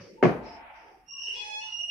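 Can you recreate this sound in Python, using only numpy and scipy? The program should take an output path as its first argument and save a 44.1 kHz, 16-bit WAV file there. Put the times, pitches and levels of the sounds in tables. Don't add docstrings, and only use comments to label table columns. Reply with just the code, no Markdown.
import sys
import numpy as np
from scipy import signal
from scipy.fft import rfft, irfft, next_fast_len
from scipy.io import wavfile
from scipy.ndimage import uniform_filter1d

SR = 44100
rng = np.random.default_rng(int(sys.argv[2]) if len(sys.argv) > 2 else 0)


def natural_amplitude(level_db):
    exponent = np.asarray(level_db, float) / 20
    return 10 ** exponent


def store_pcm(level_fs):
    pcm = np.round(np.clip(level_fs, -1, 1) * 32767).astype(np.int16)
    wavfile.write(sys.argv[1], SR, np.atleast_2d(pcm).T)


N = 83790
TIME_S = np.arange(N) / SR
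LEFT_RIGHT = np.array([[1], [-1]])


def rms_one(x):
    return x / np.sqrt(np.mean(x ** 2) + 1e-20)


def at_hz(points, hz):
    table_hz, value = np.transpose(points)
    return np.interp(np.log(hz), np.log(table_hz), value)


def drift(rate_hz):
    r = np.exp(-20 * np.pi * rate_hz / SR)
    section = [1, 0.0047, 0.0035, 1, -2 * r, r * r]
    slow = signal.sosfilt([section] * 2, rng.standard_normal(N // 10 + 1502))[1500:]
    return np.interp(np.arange(N) / 10, np.arange(len(slow)), rms_one(slow))


# hz, likeness_0_to_1
LIKENESS = [(60, .93), (150, 0.95), (300, 0.6), (700, 0.8), (1500, 0), (5000, 0), (8000, .75), (13000, .95)]


def band(hz, octaves, order=2):
    edges_hz = [hz * 2 ** (-octaves / 2), min(hz * 2 ** (octaves / 2), 0.45 * SR)]
    sos = signal.butter(order, edges_hz, "band", fs=SR, output="sos")
    mid, side = signal.sosfilt(sos, rng.standard_normal((2, N + 4000)))[:, 4000:]
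    alike = np.clip(at_hz(LIKENESS, hz), 0, 1)
    return np.sqrt(1 + alike) * mid + np.sqrt(1 - alike) * side * LEFT_RIGHT


# hz, level_db_per_hz
FLOOR_COLOUR = [(25, -5), (65, -0.5), (100, -14), (250, -8), (600, -21), (1500, -20.5), (5000, -26),
                (15000, -39.5)]
FLOOR_DB = -69
DUCK_DB, DUCK_HZ, DUCK_FROM_S, DUCK_FADE_S = -11.5, (1200, 9500), 0.57, 0.04


def background():
    duck_db = DUCK_DB * np.clip((TIME_S - DUCK_FROM_S) / DUCK_FADE_S, 0, 1)
    out = 0
    for hz in 28 * 2 ** np.arange(0, 9.2, 0.5):
        lowered = DUCK_HZ[0] < hz < DUCK_HZ[1]
        out = out + natural_amplitude(at_hz(FLOOR_COLOUR, hz) + duck_db * lowered) * band(hz, 0.5)
    return natural_amplitude(FLOOR_DB) * rms_one(out)


# start_s, length_s, centre_hz, width_octaves, level_db
SWELLS = [(-0.104, 0.24, 140, 0.98, -50.5), (-0.215, 0.37, 970, 3.1, -48), (-0.034, 0.49, 394, 0.88, -50),
          (-0.036, 0.29, 5160, 0.42, -60), (0.053, 0.31, 2200, 0.77, -66.5), (.155, .17, 900, 0.06, -51.5),
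          (.235, .24, 11000, 0.26, -73), (.435, 0.21, 5200, 0.15, -55), (1.2, 0.11, 754, 0.68, -68.5),
          (1.9, 0.18, 1180, .2, -69), (0.584, 0.25, 560, .15, -63.5), (0.84, 0.33, 760, 0.12, -62),
          (-.02, .2, 550, 0.15, -54.5), (.07, 0.093, 2100, 0.049, -66.5), (.09, 0.22, 190, .6, -59),
          (1.09, 0.79, 1605, 0.2, -69), (1.567, 0.35, 2050, 0.18, -67), (0.222, 1, 886, 0.11, -52.5),
          (0.446, 0.31, 695, 0.088, -52), (0.417, 0.72, 769, 0.55, -53.5), (0.312, 0.92, 1495, 1.63, -52.5),
          (0.411, 0.24, 4720, 0.61, -62), (0.689, 0.47, 5240, 0.34, -70), (0.768, 0.32, 400, 0.8, -58.5),
          (1.089, 0.27, 1102, 0.16, -64.5), (1.217, 0.45, 449, 0.53, -59), (1.468, 0.25, 570, 0.55, -59.5),
          (1.246, 0.17, 5540, 0.38, -60), (1.308, 0.29, 3600, 1.3, -50.5), (1.24, 0.56, 2160, 0.47, -59),
          (0.227, 0.51, 266, 0.84, -52), (1.623, 0.32, 4510, 0.7, -59.5), (1.322, 0.23, 954, 0.2, -56),
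          (1.641, 0.26, 1373, 0.23, -66.5), (1.567, 0.41, 902, 0.4, -59.5), (1.77, 0.3, 660, 0.23, -67)]
SWELL_PATCHY_DB, SWELL_PEAK_AT = 1.5, 0.23


def swells():
    out = 0
    for start_s, length_s, hz, octaves, level_db in SWELLS:
        angle = np.interp((TIME_S - start_s) / length_s, [0, SWELL_PEAK_AT, 1], [0, 1, 2])
        shape = np.sin(np.pi / 2 * angle) ** 2
        noise = rms_one(band(hz, octaves, order=4))
        out = out + noise * shape * natural_amplitude(level_db + SWELL_PATCHY_DB * drift(30))
    return out


# start_s, peak_db
KNOCKS = [
    (.2272, -6),
    (.2295, -10.5),
    (.2368, -10.5),
    (0.2446, -14),
    (0.2535, -9),
    (0.2774, -17),
    (0.293, -15.5),
]
# hz, lean_db
LEAN = [(60, 0.5), (180, 0), (550, 1.5), (1650, 4), (4970, 0), (15000, -1)]
# hz, level_db_per_hz
TAIL_COLOUR = [(45, -29), (90, -31.5), (125, -13.5), (559, -12), (844, -18), (2400, -26.5), (3500, -41.5),
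               (5440, -41), (7400, -62), (10000, -76.5)]
# hz, t60_s
TAIL_T60 = [(60, 1.55), (130, 0.45), (400, 0.59), (1000, 0.48), (2500, 0.37), (6000, 0.32), (9000, 0.42)]
TAIL_DB, TAIL_RISE_S = -19, 0.003


def lean_at(hz):
    return at_hz(LEAN, hz) / 2 * LEFT_RIGHT


def tail():
    since_s = np.maximum(TIME_S - KNOCKS[0][0], 0)
    steady, dying = 0, 0
    for hz in 45 * 2 ** np.arange(0, 8.2, 1 / 3):
        noise = natural_amplitude(at_hz(TAIL_COLOUR, hz) + lean_at(hz)) * band(hz, 1 / 3, order=3)
        steady = steady + noise
        dying = dying + noise * natural_amplitude(-60 * since_s / at_hz(TAIL_T60, hz))
    return natural_amplitude(TAIL_DB) * dying / np.std(steady) * (1 - np.exp(-since_s / TAIL_RISE_S))


# mode_hz, level_db, t60_s
MODES = [(127.6, -11.5, 0.19), (171, -10, 0.14), (250, -4, 0.18), (353, -6, 0.056), (360.8, -5.5, 0.13),
         (428.5, 0.5, 0.063), (481, -13.5, 0.06), (579, 2.5, 0.045), (700, -2.5, 0.041),
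         (1112, -5.5, 0.036), (1390, -13.5, 0.025), (1735, -8.5, 0.027), (2152, -6.5, 0.023),
         (2530, -12.5, 0.013), (2850, -16.5, .015)]
KNOCK_DB, FIRST_DB, ECHO_DB, MODE_SCATTER_DB = -17.5, 1, 10, 5
ECHO_DULL_DB_PER_S_KHZ = 40
TOUCH_S, TOUCH_DB = 0.2258, -36
BODY_CUT_HZ, CONTACT_HZ = 132, 3020


def knock():
    out = np.zeros((2, N))
    start_s, peak_db = np.transpose(KNOCKS)
    delay_s = start_s - start_s[0]
    for hz, level_db, t60_s in MODES:
        clicks = np.full((2, N), 1e-18)
        lean_db = lean_at(hz)
        mode_db = KNOCK_DB + level_db

        echo_db = peak_db + ECHO_DB + mode_db + lean_db - ECHO_DULL_DB_PER_S_KHZ * delay_s * hz / 1000
        scatter_db = MODE_SCATTER_DB * rng.standard_normal((len(start_s), 2)).T
        sign = rng.choice([-1, 1], (len(start_s), 1 + (hz > 450))).T
        clicks[:, (start_s * SR).astype(int)] = natural_amplitude(echo_db + scatter_db) * sign

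        direct_sign = (-1) ** (hz > 400) * (-1) ** (hz > 1500)
        clicks[:, int(start_s[0] * SR)] = direct_sign * natural_amplitude(mode_db + FIRST_DB + lean_db[:, 0])
        clicks[:, int(TOUCH_S * SR)] = natural_amplitude(mode_db + TOUCH_DB)

        r, w = natural_amplitude(-60 / (t60_s * SR)), 2 * np.pi * hz / SR
        out += signal.lfilter([0, np.sin(w)], [1, -2 * r * np.cos(w), r * r], clicks)
    sos = signal.butter(4, [BODY_CUT_HZ, CONTACT_HZ], "band", fs=SR, output="sos")
    return signal.sosfilt(sos, out)


# start_s, peak_db
CATCHES = [
    (1.079, -62.5),
]
CATCH_HZ, CATCH_OCTAVES, CATCH_T60_S = 4490, 0.73, 0.006


def catches():
    shape = 0
    for start_s, peak_db in CATCHES:
        since_s = np.maximum(TIME_S - start_s, 0)
        shape = shape + natural_amplitude(peak_db - 60 * since_s / CATCH_T60_S) * (TIME_S >= start_s)
    return shape * rms_one(band(CATCH_HZ, CATCH_OCTAVES))


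def porch(x, t60_s):
    size = next_fast_len(N + SR)
    w = 2 * np.pi * np.arange(size // 2 + 1) / size
    spectrum = rfft(x, size)
    out = []
    for lags in rng.uniform(0.011, 0.045, (2, 10)) * SR:
        response = 0
        for k, lag in enumerate(lags):
            loop = natural_amplitude(-60 * lag / SR / t60_s) * np.exp(-1j * w * lag)
            response = response + (-1) ** k * loop / (1 - loop)
        out.append(irfft(spectrum * response, size)[:N])
    return np.array(out) * x.std() / np.std(out)


WAVER_HZ, WAVER_GROWS_S = 104.6, 0.17


def slip(rows, waver, flutter_db, partial_db, count):
    start_s, *columns = np.transpose(rows)
    hz, level_db, *rest = [np.interp(TIME_S, start_s, column) for column in columns]
    shake = drift(WAVER_HZ)
    shake = shake - uniform_filter1d(shake, size=2500)
    depth = waver * np.clip((TIME_S - start_s[0]) / WAVER_GROWS_S, 0.3, 1)
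    phase = 2 * np.pi * np.cumsum(hz * (1 + depth * shake)) / SR
    tone = 0
    for k in range(1, count + 1):
        strength = natural_amplitude(partial_db(k, hz, rest) + flutter_db * drift(60))
        tone = tone + strength * np.sin(k * phase + k * k)
    sounding = (TIME_S > start_s[0]) & (TIME_S <= start_s[-1])
    return np.sqrt(2) * tone * natural_amplitude(level_db) * sounding


# start_s, pitch_hz, level_db, second_partial_db, thirds_db
HIGH_FIRST = [
    (1.06, 2738, -73.5, -6, -64),
    (1.085, 2811, -55.5, 7.5, -44),
    (1.16, 2810, -46.5, -8, -52),
    (1.21, 2807, -42, 3.5, -33.5),
    (1.247, 2813, -42.5, -9.5, -20.5),
    (1.256, 2850, -37, -11, -27),
    (1.32, 2831, -42, -10.5, -27),
    (1.37, 2850, -54, -4, -12.5),
    (1.44, 2845, -53, -2, -24),
]
# start_s, pitch_hz, level_db, second_partial_db, thirds_db
HIGH_RETURN = [
    (1.59, 2820, -71.5, 16.5, -5),
    (1.62, 2884, -43, -8.5, -25.5),
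    (1.68, 2906, -47.5, -17, -32),
    (1.71, 2836, -41, -7, -33),
    (1.76, 2850, -44, -6, -37),
    (1.806, 2855, -37, -15, -34),
    (1.855, 2859, -42.5, -11.5, -43.5),
    (1.872, 2890, -47.5, -1.5, -35),
    (1.9, 2822, -41, -12, -35),
]
# hz, level_db
THIRDS_COLOUR = [(950, -5.5), (1900, -7), (3800, -6.5), (4700, -1), (6600, -24.5), (7600, -20)]
THIRD_PARTIAL_DB = -33.5
HIGH_WAVER, RETURN_WAVER, HIGH_FLUTTER_DB = 0.026, 0.012, 4


def high_partial_db(k, hz, rest):
    second_db, thirds_db = rest
    if k in (3, 6, 9):
        return {3: 0, 6: second_db, 9: THIRD_PARTIAL_DB}[k]
    return thirds_db + at_hz(THIRDS_COLOUR, k * hz)


def high_squeal():
    third = np.array([1, 1 / 3, 1, 1, 1])
    first = slip(np.array(HIGH_FIRST) * third, HIGH_WAVER, HIGH_FLUTTER_DB, high_partial_db, count=9)
    back = slip(np.array(HIGH_RETURN) * third, RETURN_WAVER, HIGH_FLUTTER_DB, high_partial_db, count=9)
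    return first + back


# start_s, pitch_hz, level_db, slow_partials_db, fourth_partial_db
LOW = [
    (1.335, 816, -57, -10, -4),
    (1.36, 836, -46, -14.5, 8),
    (1.39, 842.7, -47, -3, 9.5),
    (1.48, 848.7, -44.5, 2.5, -8.5),
    (1.54, 845.4, -42.5, 0, 6.5),
    (1.58, 858.2, -45.5, 2, -4),
    (1.63, 879, -50.5, -1, 3),
    (1.68, 868, -58, -1, -9),
    (1.73, 866, -78.5, -9, 0),
]
# hz, level_db
LOW_COLOUR = [(850, -4), (1700, -20), (2550, 0.5), (4250, -11.5), (5100, -9.5), (6800, -23), (8500, -35.5),
              (10200, -32.5), (11200, -38.5)]
LOW_WAVER, LOW_FLUTTER_DB = 0.0052, 2


def low_partial_db(k, hz, rest):
    slow_db, fourth_db = rest
    return at_hz(LOW_COLOUR, k * hz) + slow_db * (k in (1, 2, 5)) + fourth_db * (k == 4)


def low_squeal():
    return slip(LOW, LOW_WAVER, LOW_FLUTTER_DB, low_partial_db, count=13)


# time_s, left_minus_right_db
SWING = [
    (1.07, -10),
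    (1.15, 4),
    (1.27, -1),
    (1.42, 4),
    (1.601, 2),
    (1.7, -2),
    (1.78, -5),
    (1.86, -1),
    (1.9, -4),
]
HINGE_WET_DB, HINGE_DRY_DB, PORCH_T60_S = 2, -3.5, 0.33


def hinge():
    squeal = high_squeal() + low_squeal()
    swing_db = np.interp(TIME_S, *np.transpose(SWING)) / 2 * LEFT_RIGHT
    return natural_amplitude(swing_db) * (natural_amplitude(HINGE_DRY_DB) * squeal + natural_amplitude(HINGE_WET_DB) * porch(squeal, PORCH_T60_S))


def scene():
    return background() + swells() + tail() + knock() + catches() + hinge()


def roll_off(x):
    return signal.sosfilt(signal.butter(12, 15720, fs=SR, output="sos"), x)


def record(dry):
    limit = 0.9
    return roll_off(limit * np.tanh(dry / limit))


dry = scene()
out = record(dry)
store_pcm(out)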